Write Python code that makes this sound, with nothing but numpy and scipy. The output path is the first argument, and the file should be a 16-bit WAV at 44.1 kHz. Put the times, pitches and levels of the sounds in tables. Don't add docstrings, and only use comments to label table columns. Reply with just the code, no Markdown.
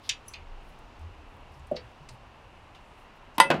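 import sys
import numpy as np
from scipy import signal
from scipy.fft import rfft, irfft
from scipy.io import wavfile
from scipy.ndimage import uniform_filter1d

SR = 44100
rng = np.random.default_rng(int(sys.argv[2]) if len(sys.argv) > 2 else 0)


def generate_wav(sig):
    pcm = np.round(np.clip(np.atleast_2d(sig).T, -1, 1) * 32767).astype(np.int16)
    wavfile.write(sys.argv[1], SR, pcm)


def voltage_ratio(level):
    return 10 ** (np.asarray(level, float) / 20)


N = 158760

# frequency in Hz, level in dB per Hz.
TOWN_COLOUR = [(12, -30), (20, 2), (127, -9.5), (187, -15), (228, -13.5), (410, -16.5), (949, -17.5),
               (2670, -24), (16000, -57)]
# centre in Hz, width in Hz, height in dB.
TOWN_HUMPS = [(907, 536, 5.5), (2790, 400, 4.5)]
# start in seconds, length in seconds, level in dB, centre in Hz.
RUBS = [(0.018, 0.087, -55.5, 3860), (0., 0.14, -70, 10000), (0.241, 0.13, -64, 7800),
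        (0.587, .2, -77.5, 9800), (1.248, 0.14, -82, 10000), (1.5, 0.113, -76.5, 9000),
        (1.776, 0.17, -81, 8030), (2.092, .08, -73.5, 9000), (2.748, 0.31, -79.5, 8000),
        (2.942, .13, -77, 9700), (3.14, .05, -80, 11000), (3.336, 0.046, -67, 5900)]
# centre in seconds, length in seconds, level in dB, pitch in Hz.
FAR_WHINE = (2.52, .12, -87, 10380)
# start in seconds, level in dB, centre in Hz, spread in octaves, 60 dB decay in seconds.
SNAPS = [(0.0918, -29.5, 5000, 0.41, 0.033), (0.0925, -31, 6900, 0.59, 0.038),
         (.094, -43, 1710, 0.5, 0.12), (.095, -28, 3040, 0.68, 0.11),
         (0.2816, -46, 10780, 0.087, .041), (.2823, -57, 5900, .4, .05),
         (.2824, -63, 15200, .09, .05), (.2835, -49, 6020, .05, .07), (.328, -70, 11500, 0.33, .06),
         (.3371, -54, 6300, .35, .03), (0.3368, -45, 4520, 0.27, .06), (.339, -45, 2520, 0.51, .17),
         (1.771, -45, 420, 0.97, 0.11), (2.0897, -55, 2400, .5, .02), (2.0896, -58, 8000, .5, .06)]
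# start in seconds, level in dB,
# centre in Hz, spread in octaves, # 60 dB decay in seconds.
MORE_SNAPS = [(.2823, -68, 8850, 1.2, 0.1), (.69, -73, 11000, 0.95, .04), (0.7883, -68, 7800, 2, 0.035),
              (0.993, -71, 7800, 1.06, 0.041), (1.012, -75, 8000, 1.25, .04),
              (1.366, -76.5, 11000, 1.3, .03), (1.405, -81, 12000, 1, 0.033),
              (1.519, -76, 10900, 0.34, 0.036), (1.54, -68, 5270, .3, 0.071),
              (1.595, -70, 6850, 0.75, .04), (1.6701, -67, 8900, 1.11, 0.058),
              (1.714, -68, 8900, 1.5, .04), (1.758, -55.5, 4800, 0.51, 0.07),
              (1.7646, -45, 4480, 0.45, 0.06), (1.767, -48, 2200, 1.2, 0.13),
              (1.7644, -73, 9870, 1.34, .05), (2.0885, -51.5, 4660, 1, 0.074),
              (2.748, -55, 3030, 1.3, 0.19), (3.4006, -29.5, 11000, 0.34, 0.024),
              (3.3821, -37.5, 10700, 0.55, 0.016), (3.5028, -45, 7800, 1.11, 0.019)]
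# frequency in Hz, level in dB, 60 dB decay in seconds.
CLACK_MODES = [(2290, -12, 0.048), (2453, -6, 0.11), (2600, -3.5, 0.12), (3110, 0, 0.077),
               (3650, 2.5, 0.069), (3970, -7, 0.16), (4670, -1, 0.049), (5276, -20, 0.054),
               (5670, 2, 0.036), (5981, 4, 0.026), (6710, -12.5, 0.035), (6940, -27, 0.069),
               (7687, -22, 0.1), (8050, -21, 0.077)]
CLINK_MODES = [(2040, -8, 0.18), (2510, 0, .13), (2643, 0, 0.12), (2876, -15, .2), (3596, -4, .12),
               (4050, -2, 0.066), (4260, -19, .15), (4500, -2, 0.061), (6100, -12, .05), (6670, -16, .07),
               (8200, -15, .03)]
TAP_MODES = [(2100, -19.5, .04), (2790, -11.5, 0.088), (3020, -9, 0.11), (3680, -9, .06), (3900, -2, 0.055),
             (4280, -1, 0.05), (4700, 2.5, 0.045), (5220, -5.5, 0.059), (5480, -12, 0.1)]
# start in seconds, level in dB.
CLACKS = [
    (.0921, -29.5),
    (.0975, -30.5),
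    (.111, -54),
]
CLINKS = [
    (0.338, -44),
    (0.356, -53.5),
]
TAPS = [
    (1.7645, -42),
    (1.7805, -59),
    (1.797, -65),
    (2.0892, -59),
]
# centre in seconds, length in seconds, level in dB,
# pitch in Hz.
GUSTS = [(0.412, 0.15, -47, 75.8), (0.531, 0.26, -39.5, 28.08), (1.048, 0.11, -37, 66),
         (1.202, 0.092, -47.5, 70), (1.586, 0.049, -52, 130), (1.696, 0.27, -47.5, 73.5),
         (1.847, 0.054, -46.5, 120.8), (1.864, 0.043, -45, 55.3), (2.019, 0.042, -47, 155),
         (2.135, 0.06, -47.5, 122.5), (3.592, 0.055, -41, 82)]
# frequency in Hz, level in dB, 60 dB decay in seconds.
HOLLOW_MODES = [(161, -21, 0.13), (245, -8.5, 0.046), (366, -12, 0.067), (502, -24.5, 0.27),
                (596.4, 0, 0.055), (625, -3, 0.045), (743, -15.5, 0.061)]
# start in seconds, level in dB.
SET_DOWN = [
    (1.7135, -23),
    (1.743, -35.5),
    (1.752, -41),
]
# frequency in Hz, level in dB, 60 dB decay in seconds.
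PAN_MODES = [(554, -19, .55), (905, -1, .11), (1000, 0, .12), (960, 8, .022), (1416, -7.5, .135),
             (2011, -5, .155), (2624, -17.5, .36), (2636, -25, .4), (2895, -3, .022), (3015, -22, .14),
             (3212, -17, .13), (3500, -8, .025)]
CUP_MODES = [(4765, -5, .1), (4775, -7, .14), (5066, -10, .085), (5823, -20, .17), (5837, -24, .17),
             (6751, -26, .11), (8035, -7, .085), (8046, -12, .1), (8666, -6, .09), (8680, -9, .13),
             (9428, -4, .135)]
POT_MODES = [(158, -9, 0.5), (205, -12, 0.36), (350, -5, 0.1), (556, -3, 0.17), (640, 5, .022),
             (680, -3, .09), (883, -13, 0.2), (1475, -10, .15), (2121, -17, .18), (2580, -6, 0.13),
             (3025, -17, 0.14), (4550, -17, .07), (5100, -20, .04), (7440, -33, 0.11)]
# frequency in Hz, level in dB per Hz.
GLANCE_BODY = [(88, -35), (150, -5.5), (649, -20), (998, 2.5), (1290, -20), (3100, -9.5), (5250, -17),
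               (11000, -46), (16000, -36)]
PAN_BODY = [(88, -61), (150, -24.5), (1080, -11), (2450, -6), (3490, -2), (6260, -15), (8730, -18),
            (14000, -23), (16000, -47.5)]
POT_BODY = [(59, -44), (100, -11.5), (608, -3.5), (1950, -9.5), (2630, -13), (2860, -10), (7610, -31.5),
            (13800, -39), (16000, -75)]
# start in seconds, clear modes in dB, dense modes in dB,
# dense 60 dB decay in seconds near 1 kHz, tilt in dB per octave.
GLANCE_BLOWS = [
    (3.3817, -31.5, -25, 0.072, -1.5),
]
PAN_BLOWS = [
    (3.4009, -7.5, -15.5, 0.036, -2),
    (3.414, -53, -30.5, 0.28, -6),
]
POT_BLOWS = [
    (3.5028, -19, -21, 0.13, -0.26),
    (3.511, -50, -22, 0.11, -0.83),
    (3.541, -42, -31, 0.21, -1.3),
    (3.56, -49, -41, 0.36, -1.1),
]
# start in seconds, level in dB.
CUP_BLOWS = [
    (3.4009, -24.5),
    (3.419, -50),
]


def colour(table, hz):
    table = np.array(table, float)
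    return np.interp(np.log(np.maximum(hz, 1)), np.log(table[:, 0]), table[:, 1])


def walk(rate_hz):
    k = int(SR / rate_hz)
    steps = np.repeat(rng.standard_normal(N // k + 1), k)
    return 1.3 * uniform_filter1d(uniform_filter1d(steps, k), k)[:N]


def band(x, hz, octaves):
    f = np.maximum(np.fft.rfftfreq(len(x), 1 / SR), 1)
    y = irfft(rfft(x) * np.exp(-.5 * (np.log2(f / hz) / octaves) ** 2), len(x))
    return y / np.std(y)


def decay(t, t60):
    return np.exp(-np.log(1000) * t / t60)


def add(out, s, sound):
    i = int(s * SR)
    out[i:i + len(sound)] += sound[:N - i]


def onset(y, t, rise_s):
    y = y * (1 - np.exp(-t / rise_s)) * np.minimum(1, (t[-1] - t) * 20)
    return y / np.sqrt(np.mean(y[:SR // 100] ** 2))


def ring(hz, db, t60, rise_s=0.00051, split=.002):
    t = np.arange(SR // 4) / SR
    fade = voltage_ratio(db)[:, None] * decay(t, np.clip(t60, .005, .6)[:, None])
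    beat_hz = split * hz * (.5 + rng.random(len(hz)))
    pair = 1 + 0.19 * np.cos(2 * np.pi * beat_hz[:, None] * t)
    y = (fade * pair * np.sin(2 * np.pi * hz[:, None] * t)).sum(0)
    return onset(y, t, rise_s)


def crowd(shape_db, t60, centre_hz):
    t = np.arange(SR // 4) / SR
    f = np.maximum(np.fft.rfftfreq(len(t), 1 / SR), 1)
    spec = rfft(rng.standard_normal(len(t))) * voltage_ratio(shape_db(f))
    y = 0
    for hz in 100 * 2 ** (np.arange(16) / 2):
        share = np.cos(np.pi / 2 * np.clip(2 * np.log2(f / hz), -1, 1)) ** 2
        band_t60 = max(t60 * (hz / centre_hz) ** -0.62, .004)
        y = y + irfft(spec * share, len(t)) * decay(t, band_t60)
    return onset(y, t, 0.0001)


def town():
    f = np.fft.rfftfreq(N, 1 / SR)
    db = colour(TOWN_COLOUR, f)
    for centre, width, height_db in TOWN_HUMPS:
        db = db + height_db * np.exp(-.5 * ((f - centre) / (width / 2)) ** 2)
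    spec = rfft(rng.standard_normal(N)) * voltage_ratio(db)
    out, swell = 0, walk(0.47)
    for k in range(11):
        share = np.cos(np.pi / 2 * np.clip(np.log2(np.maximum(f, 1) / 20) - k, -1, 1)) ** 2
        flutter_db = (2.5 if k < 3 else .7) * walk(5.33)
        out = out + irfft(spec * share, N) * voltage_ratio(0.19 * swell + flutter_db)
    return voltage_ratio(-50.5) * out / np.std(out)


def rubbing():
    out = np.zeros(N)
    for s, length, db, hz in RUBS:
        n = int(length * SR)
        grains = rng.standard_normal(n) * voltage_ratio(2.0 * rng.exponential(size=n))
        add(out, s, voltage_ratio(db) * band(grains, hz, 0.4) * signal.windows.tukey(n, .85))
    return out


def far_whine():
    t = np.arange(N) / SR
    s, length, db, hz = FAR_WHINE
    return voltage_ratio(db + 4 * walk(17)) * np.sin(2 * np.pi * hz * t) / (1 + ((t - s) / length) ** 4)


def snaps_and_ticks():
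    out = np.zeros(N)
    for table in (SNAPS, MORE_SNAPS):
        for s, db, hz, octaves, t60 in table:
            add(out, s, voltage_ratio(db) * crowd(lambda f: -17.5 * abs(np.log2(f / hz) / octaves), t60, hz))
    return out


def knocks(rows, modes, split):
    out = np.zeros(N)
    hz, mode_db, t60 = np.array(modes, float).T
    for k, (s, db) in enumerate(rows):
        shift_db = 3 * rng.standard_normal(len(hz)) * (k > 0)
        add(out, s, voltage_ratio(db) * ring(hz, mode_db + shift_db, t60, rise_s=0.00012, split=split))
    return out


def stove_parts():
    return (knocks(CLACKS, CLACK_MODES, .004) + knocks(CLINKS, CLINK_MODES, .004)
            + knocks(TAPS, TAP_MODES, .004))


def gusts():
    t = np.arange(N) / SR
    out = np.zeros(N)
    for s, length, db, hz in GUSTS:
        swell = np.exp(-.5 * ((t - s) / (length / 3)) ** 2)
        out += voltage_ratio(db) * swell * np.sin(2 * np.pi * (hz * t + 0.59 * walk(10)))
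    return out


def pot_set_down():
    out = np.zeros(N)
    hz, mode_db, t60 = np.array(HOLLOW_MODES, float).T
    for s, db in SET_DOWN:
        add(out, s, voltage_ratio(db) * ring(hz, mode_db, t60, rise_s=0.011, split=0.0082))
    return out


def blows(rows, modes, body, split):
    out = np.zeros(N)
    hz, db, t60 = np.array(modes, float).T
    for s, modes_db, body_db, body_t60, tilt_db in rows:
        dense = crowd(lambda f: colour(body, f) + tilt_db * np.log2(f / 2000), body_t60, 1380)
        add(out, s, voltage_ratio(body_db) * dense)
        add(out, s, voltage_ratio(modes_db) * ring(hz, db, t60, split=split))
    return out


def pan_clang():
    return blows(GLANCE_BLOWS, PAN_MODES, GLANCE_BODY, 0.004) + blows(PAN_BLOWS, PAN_MODES, PAN_BODY, 0.00044)


def steel_cup():
    return knocks(CUP_BLOWS, CUP_MODES, 0)


def pot_struck():
    return blows(POT_BLOWS, POT_MODES, POT_BODY, 0.012)


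def patio(x):
    t = np.arange(SR // 2) / SR
    tail = band(rng.standard_normal(len(t)), 2500, 1.8) * decay(t, .13) * (t > .008)
    tail = tail / np.sqrt(np.sum(tail ** 2))
    return x + voltage_ratio(-14) * signal.fftconvolve(x, tail)[:N]


def scene():
    near = snaps_and_ticks() + stove_parts() + pot_set_down() + pan_clang() + steel_cup() + pot_struck()
    near = signal.sosfilt(signal.butter(2, 125, "high", fs=SR, output="sos"), near)
    return (town() + rubbing() + far_whine() + gusts() + patio(near))[None]


def gate(x):
    size = 32
    f, _, z = signal.stft(x, SR, nperseg=2048)
    for i in range(int(np.searchsorted(f, 12000)), len(f), size):
        level = np.sqrt(np.mean(abs(z[:, i:i + size]) ** 2, axis=1, keepdims=True))
        threshold = voltage_ratio(-116 + 1.2 * rng.standard_normal(level.shape))
        z[:, i:i + size] *= np.clip((level / threshold - 1) * 20, 0, 1)
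    return signal.istft(z, SR, nperseg=2048)[1][:, :N]


def low_pass(x):
    return signal.sosfilt(signal.butter(12, 16650, fs=SR, output="sos"), x)


def record(dry):
    x = dry / (1 + np.abs(dry / .9) ** 6) ** (1 / 6)
    x = signal.sosfilt(signal.ellip(8, .5, 50, 16300, fs=SR, output="sos"), x)
    return low_pass(gate(x))


dry = scene()
out = record(dry)
generate_wav(out)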